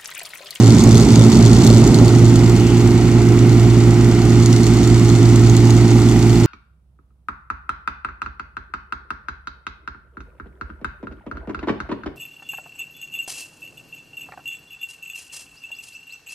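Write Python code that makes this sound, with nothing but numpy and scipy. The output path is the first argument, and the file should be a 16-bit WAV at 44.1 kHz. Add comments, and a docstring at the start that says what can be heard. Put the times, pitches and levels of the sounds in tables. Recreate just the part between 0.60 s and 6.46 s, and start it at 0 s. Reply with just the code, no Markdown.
"""Vintage propeller aircraft idling

On an open ramp, close to the exhausts, with a two-port stereo microphone. One piston engine runs
steadily; two more beat against it at other speeds and die away after about a second. Every firing
gives a low push, a puff of rumble and a jet of hiss; now and then an exhaust spits sharply."""
import sys
import numpy as np
from scipy import signal
from scipy.fft import rfft, irfft
from scipy.io import wavfile
from scipy.ndimage import uniform_filter1d

SR = 44100
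rng = np.random.default_rng(int(sys.argv[2]) if len(sys.argv) > 2 else 0)


def put_to_file(sound):
    """Save the sound as 16-bit audio at rate SR, in the file named by the first command-line argument."""
    columns = np.atleast_2d(sound).T  # one column per channel
    safe = np.clip(columns, -1, 1)
    whole_steps = np.round(safe * 32767)
    wavfile.write(sys.argv[1], SR, whole_steps.astype(np.int16))


N = 258426
T = np.arange(N) / SR
HZ = np.fft.rfftfreq(N, 1 / SR)
CYLINDERS = 12
OTHERS_STOP_S, OTHERS_FADE_DB_PER_S = 1.16, 54  # the slow and the fast engine die away together


def gain_of(db):
    """Decibels to a factor."""
    return 10 ** (np.asarray(db) / 20)


def unit_rms(x):
    """Scales to rms 1."""
    return x / np.sqrt(np.mean(x ** 2) + 1e-20)


def over_time(rows):
    """Joins (seconds, value) rows by straight lines."""
    return np.interp(T, *np.transpose(rows))


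def over_frequency(rows):
    """Joins (Hz, value) rows by straight lines in log frequency."""
    hz, value = np.transpose(rows)
    return np.interp(np.log(HZ + 1), np.log(hz), value)


def wander(rate_hz):
    """A slow random drift of rms 1."""
    knots = rng.standard_normal(400)
    return unit_rms(uniform_filter1d(np.interp(T * rate_hz, np.arange(400), knots), 1024))


def add(mix, start_s, sound):
    """Adds a sound into the mix at a time."""
    part = mix[max(round(start_s * SR), 0):][:len(sound)]
    part += sound[:len(part)]


def since_stop():
    """Seconds since the two other engines began to die away."""
    return np.maximum(T - OTHERS_STOP_S, 0)


def others_gain(linger_s=0):
    """Strength of the two other engines: 1 while they run, then a steady fade."""
    return gain_of(-OTHERS_FADE_DB_PER_S * np.maximum(since_stop() - linger_s, 0))


def exhaust_tones(firings, orders, waver):
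    """Tones locked to the crank, each wavering in strength; all but the firing note start at any phase."""
    cycles = (firings - .447) / CYLINDERS  # the note trails the valve by part of a firing
    tones = np.zeros(N)
    for multiple, db in orders:
        phase = rng.random() * (multiple != CYLINDERS)
        strength = gain_of(db) * (1 + waver * wander(5))
        tones += strength * np.cos(2 * np.pi * (multiple * cycles + phase))
    return np.sqrt(2) * tones


# Throb of the main engine's firing note. Each row: time in seconds, relative level in dB.
FIRING_NOTE_DB = [(1.3, -10.5), (1.68, -9.5), (2.05, -13.5), (2.7, -11.5), (3.0, -9.5), (3.55, -13.5),
                  (3.85, -12.0), (4.15, -13.8), (4.8, -9.5), (5.7, -13)]
# Tones of each engine. Each row: multiple of the twelve-firing cycle, relative level in dB.
MAIN_TONES = [(6, -26.5), (15, -37), (17, -26), (18, -28), (19, -32), (21, -32), (23, -26.5), (24, -23.5),
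              (25, -24), (27, -31), (28, -30), (29, -30.5), (30, -29), (31, -28), (32, -73), (33, -30),
              (36, -19), (37, -37), (38, -33), (39, -45), (42, -29), (43, -37.5), (48, -51), (72, -43.5)]
SLOW_TONES = [(6, -27), (12, -14), (18, -22), (23, -30), (24, -14.5), (30, -22.5), (36, -27), (39, -33),
              (42, -25), (48, -35)]
FAST_TONES = [(6, -30), (12, -17.5), (18, -27), (24, -25)]


def drone(main, slow, fast):
    """Three engines beat over a faint hum; the main note and upper tones dip while the others run."""
    running = others_gain()
    note = exhaust_tones(main, [(CYLINDERS, 0)], waver=.05)
    note *= gain_of(over_time(FIRING_NOTE_DB) - .4 - 2 * running)
    lower = exhaust_tones(main, [row for row in MAIN_TONES if row[0] < 35], waver=.13)
    upper = exhaust_tones(main, [row for row in MAIN_TONES if row[0] >= 35], waver=.04)
    upper *= gain_of(-.3 - 1.5 * running)
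    others = exhaust_tones(slow, SLOW_TONES, waver=.06) + exhaust_tones(fast, FAST_TONES, waver=.06)
    hum = gain_of(-31.5) * (1 + .22 * wander(3.8)) * np.sin(2 * np.pi * 52.1 * T)
    return note + lower + upper + gain_of(-.2) * running * others + hum


def puffs(firings, cylinder_db, length, uneven_db):
    """A quick rise and slower fall at each firing, sized by cylinder and chance; length is in firings."""
    index = np.floor(firings).astype(int)
    chance_db = uneven_db * rng.standard_normal(1024)[index]
    size = gain_of(np.array(cylinder_db)[index % len(cylinder_db)] + chance_db)
    age = firings % 1 / length
    return unit_rms(size * age * np.exp(-age))


# How alike noise is at the microphone's two ports. Each row: frequency in Hz, correlation from 0 to 1.
PORT_LIKENESS = [(60, 1), (330, .998), (500, .95), (1000, .85), (2000, .7), (4500, .7), (8000, .55),
                 (12000, .2)]


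def turbulence(envelope, colour):
    """Stereo noise shaped in time, then coloured; the ports hear less alike towards the treble."""
    mid, side = rfft(rng.standard_normal((2, N)) * envelope)
    likeness = np.clip(over_frequency(PORT_LIKENESS), 0, 1)
    side *= np.sqrt((1 - likeness) / (1 + likeness))
    return irfft(np.array([mid + side, mid - side]) * unit_rms(gain_of(over_frequency(colour))), N)


# Exhaust rumble close by, and the low boom under it. Each row: frequency in Hz, relative level in dB.
RUMBLE_COLOUR = [(50, -39), (100, -2.5), (135, -4), (190, -6.5), (255, -2), (320, -8.5), (385, -11.5),
                 (440, -15), (560, -26), (900, -29), (2000, -80)]
BOOM_COLOUR = [(20, -25), (35, -30), (54, 1), (74, -2), (100, -4.5), (130, 5), (250, -67)]


def rumble(main):
    """Uneven combustion fills the gaps between the tones; it surges as the others die, then settles."""
    pulse = unit_rms(5.5 + puffs(main, [0], length=.17, uneven_db=3.5))
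    lift_db = 6 * np.exp(-(since_stop() / 1.1) ** 2)
    surge_db = 4 * np.exp(-((T - OTHERS_STOP_S - .19) / .2) ** 2)
    combustion = turbulence(pulse * gain_of(-21 + lift_db + surge_db), RUMBLE_COLOUR)
    return combustion + turbulence(gain_of(-24), BOOM_COLOUR)


# Midrange clatter of the main engine. Each row: frequency in Hz, relative level in dB.
CLATTER_COLOUR = [(280, -40), (480, -5), (492, -14), (542, -4), (607, -9), (674, -2.5), (798, 0.5),
                  (1010, -7), (1400, -5), (1720, -14.5), (1850, -8), (2100, -6), (2490, -12.5), (2880, -11),
                  (3300, -17.5), (4290, -23.5), (7260, -120)]


def clatter(main):
    """Valve gear and propeller wash, pulsing harder on every second firing."""
    pulse = unit_rms(5 + puffs(main + .51, [-4, 0], length=.23, uneven_db=4.5))
    return turbulence(pulse * gain_of(-29.5 + 1.5 * others_gain()), CLATTER_COLOUR)


# Jets of the main and the slow engine. 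Each entry: one cylinder's relative hiss in dB, in firing order.
MAIN_JET_DB = [8.5, -0.5, 0.5, -2, 7, 0, 0, -6.5, 0, 3.5, 0, -16]
SLOW_JET_DB = [5, -9.5, 5, -19, 1, -14, 6.5, -14, 8.5, -10, 3.5, 5.5]
# How hard the exhaust hisses and spits. Each row: time in seconds, relative level in dB.
EXHAUST_DB = [(1.5, -33.5), (2.5, -36.5), (3.6, -35.5), (3.95, -33), (5.86, -34.5)]
# Hiss a short way from the stubs. Each row: frequency in Hz, relative level in dB.
HISS_COLOUR = [(1760, -18), (3100, -6), (3550, 0), (3900, -3), (4350, 2.5), (5100, -1), (5750, 1),
               (6100, -1), (6600, 0.5), (7200, -1), (8200, -3.5), (9000, -10), (10300, -18), (15600, -32.5)]
JET_LEAD = .08  # firings by which a jet comes early


def hiss(main, slow):
    """Jets of gas leave the exhaust stubs over a steady rush of air."""
    main_jets = gain_of(-3) * puffs(main + JET_LEAD, MAIN_JET_DB, length=.22, uneven_db=1.2)
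    slow_jets = gain_of(-1) * puffs(slow + JET_LEAD, SLOW_JET_DB, length=.16, uneven_db=2.2)
    power = 1 + main_jets ** 2 + (others_gain() * slow_jets) ** 2
    pulse = np.sqrt(power / uniform_filter1d(power, 8192))
    level_db = over_time(EXHAUST_DB) + 1.5 + 4.5 * others_gain()
    return turbulence(pulse * gain_of(level_db), HISS_COLOUR)


# The other engines' roar and the fizz of the air. Each row: frequency in Hz, relative level in dB.
ROAR_COLOUR = [(400, -34), (560, 1), (780, 3), (1050, 0.5), (1400, -2), (1800, -26), (3000, -40)]
FIZZ_COLOUR = [(5000, -30), (8500, -0.5), (10000, 2), (12500, -1.5), (15600, -5)]


def roar_and_fizz(slow):
    """The other engines' pulsing roar briefly outlasts their tones; rushing air fizzes throughout."""
    pulse = unit_rms(5 + puffs(slow, [0, -6], length=.34, uneven_db=7))
    roar = turbulence(pulse * gain_of(-33.5) * others_gain(linger_s=.32), ROAR_COLOUR)
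    flutter_db = 1.2 * wander(14)
    return roar + turbulence(gain_of(-52 + flutter_db), FIZZ_COLOUR)


# The exhaust stubs. Each entry: ringing frequency in Hz.
STUB_RINGS_HZ = [4330, 6600, 7150]


def small_spits(firings, cylinder_db, chance, level_db):
    """Any firing may spit, most often in the cylinders that hiss most; gives rows as in LOUD_SPITS."""
    index = np.floor(firings + JET_LEAD).astype(int)
    onsets = np.flatnonzero(np.diff(index))
    luck, stub = rng.random((1024, 2))[:len(onsets)].T
    size, brightness, detune = rng.standard_normal((1024, 3))[:len(onsets)].T
    openness = gain_of(np.array(cylinder_db) - max(cylinder_db))[index[onsets] % CYLINDERS] ** 2
    ring_hz = np.array(STUB_RINGS_HZ)[(stub * len(STUB_RINGS_HZ)).astype(int)] * (1 + .02 * detune)
    spit_db = level_db[onsets] + 2 * np.clip(size, -2, 1)
    rows = np.transpose([T[onsets], spit_db, -27 + 4 * brightness, ring_hz])
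    return list(rows[luck < chance * openness])


# The spits that stand out at the microphone.
# Each row: start in seconds, relative level in dB, brightness in dB, ring of the stub in Hz.
LOUD_SPITS = [(0.237, -13, -19, 6630), (0.378, -14.5, -21, 7060), (0.5566, -11, -28, 6650),
              (0.7532, -17, -28, 5560), (0.859, -18, -22, 5490), (0.9295, -18, -24, 7080),
              (1.0724, -17, -18, 6600), (1.274, -15, -20, 6650), (1.3433, -11, -24, 4360),
              (1.4796, -16, -22, 4420), (1.757, -15, -24, 7060), (1.8957, -17, -21, 7350),
              (3.8584, -11.5, -24, 6930), (3.927, -15, -23.5, 5800), (3.9619, -15.5, -27, 4210),
              (4.0317, -21, -27, 4240), (4.0663, -15.5, -23, 7040), (4.2737, -18, -17, 7080),
              (4.7581, -18.5, -18, 6600), (4.896, -15.5, -26, 6410), (4.9653, -15.5, -13, 7790),
              (5.1043, -14.5, -28, 6550)]
# A dull spit. 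Each row: frequency in Hz, relative level in dB.
SPIT_COLOUR = [(1500, -31), (2800, -5), (4300, 4.5), (5500, -3), (6900, 5.5), (8300, -5.5), (10000, -14),
               (13000, -22.5), (16000, -33)]


def spits(main, slow, rise_s=.0016, ring_t60_s=.03):
    """Short cracks of gas, dull or bright; each sets an exhaust stub ringing briefly."""
    t = T[:2048]
    crack = gain_of(-9.8) * (t / rise_s * np.exp(1 - t / rise_s)) ** 2
    ring = gain_of(-5.5 - 60 * t / ring_t60_s) * (1 - np.exp(-(t / rise_s) ** 2))
    hiss_db = over_time(EXHAUST_DB)
    main_db = -16 + 2.9 * (hiss_db - hiss_db.max())  # small spits grow faster than the hiss
    slow_db = -12 - OTHERS_FADE_DB_PER_S * since_stop()
    rows = [(start_s, db + 3.5, brightness_db, hz) for start_s, db, brightness_db, hz in LOUD_SPITS]
    rows += small_spits(main, MAIN_JET_DB, chance=.6, level_db=main_db)
    rows += small_spits(slow, SLOW_JET_DB, chance=.35, level_db=slow_db)
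    dull, bright, rings = np.zeros(N), np.zeros(N), np.zeros((2, N))
    for (start_s, db, brightness_db, ring_hz), phases in zip(rows, rng.random((2048, 2))):
        bright_share = np.clip(.5 + (brightness_db + 21) / 8, .05, .95)
        add(dull, start_s, gain_of(db) * np.sqrt(1 - bright_share) * crack)
        add(bright, start_s, gain_of(db) * np.sqrt(bright_share) * crack)
        for port, phase in zip(rings, phases):
            add(port, start_s, gain_of(db) * ring * np.sin(2 * np.pi * (ring_hz * t + phase)))
    bright_colour = [(hz, db + 9 * np.log2(hz / 6500)) for hz, db in SPIT_COLOUR]  # up 9 dB an octave
    return turbulence(dull, SPIT_COLOUR) + turbulence(bright, bright_colour) + rings


def rasp(peak_s, width_s, db):
    """A faint, narrow band of noise swells and fades once."""
    swell = gain_of(db) * np.exp(-((T - peak_s) / width_s) ** 2)
    return turbulence(swell, [(2000, -50), (2650, -3), (3000, -4), (3300, -8), (4200, -50)])


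# Balance at the microphone. Each row: frequency in Hz, left minus right in dB.
PORT_BALANCE = [(60, -4.5), (300, -3), (550, -4), (900, -2.5), (1700, -3), (2400, -1), (3400, 7.5),
                (4700, 0.5), (6000, 0), (7500, -7), (8800, 1), (10000, 10), (12500, 22), (15500, 52)]
# Phase between its ports. Each row: frequency in Hz, lag of the left in radians.
LEFT_LAG = [(60, .02), (300, 0.079), (600, 0.3), (1000, 0.34), (2000, 0.9), (4000, 1.55), (8000, 1.3),
            (15000, 1.3)]


def microphone(pair):
    """The sound reaches the two ports at different strengths, the left slightly late."""
    ratio = gain_of(over_frequency(PORT_BALANCE))
    left = ratio * np.exp(-1j * over_frequency(LEFT_LAG))
    ports = np.array([left, np.ones(len(HZ))]) * 2 / (1 + ratio)
    return irfft(rfft(pair) * ports, N)


# Idle of the main engine. Each row: time in seconds, firings per second.
MAIN_FIRING_RATE = [(0, 116.1), (3.2, 116.14), (3.8, 115.72), (5.2, 115.32), (5.86, 115.45)]


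def scene():
    """Counts the firings of each engine and sums all that they drive at the microphone."""
    main = np.cumsum(over_time(MAIN_FIRING_RATE)) / SR
    slow = 112.4 * T - .75
    fast = 128.4 * T - .3
    noise = rumble(main) + clatter(main) + hiss(main, slow) + roar_and_fizz(slow)
    cracks = spits(main, slow)
    return microphone(drone(main, slow, fast) + noise + cracks + rasp(peak_s=2.08, width_s=.11, db=-37.5))


def record(dry):
    """Overload rounds off the loudest swings; then the highest treble is cut."""
    ceiling, edge_hz = .95, 15780
    rounded = dry / (1 + (dry / ceiling) ** 8) ** (1 / 8)
    lowpass = signal.firwin(511, edge_hz, window=("kaiser", 9), fs=SR)
    return signal.oaconvolve(rounded, lowpass[None], "same")


dry = scene()
out = record(dry)
put_to_file(out)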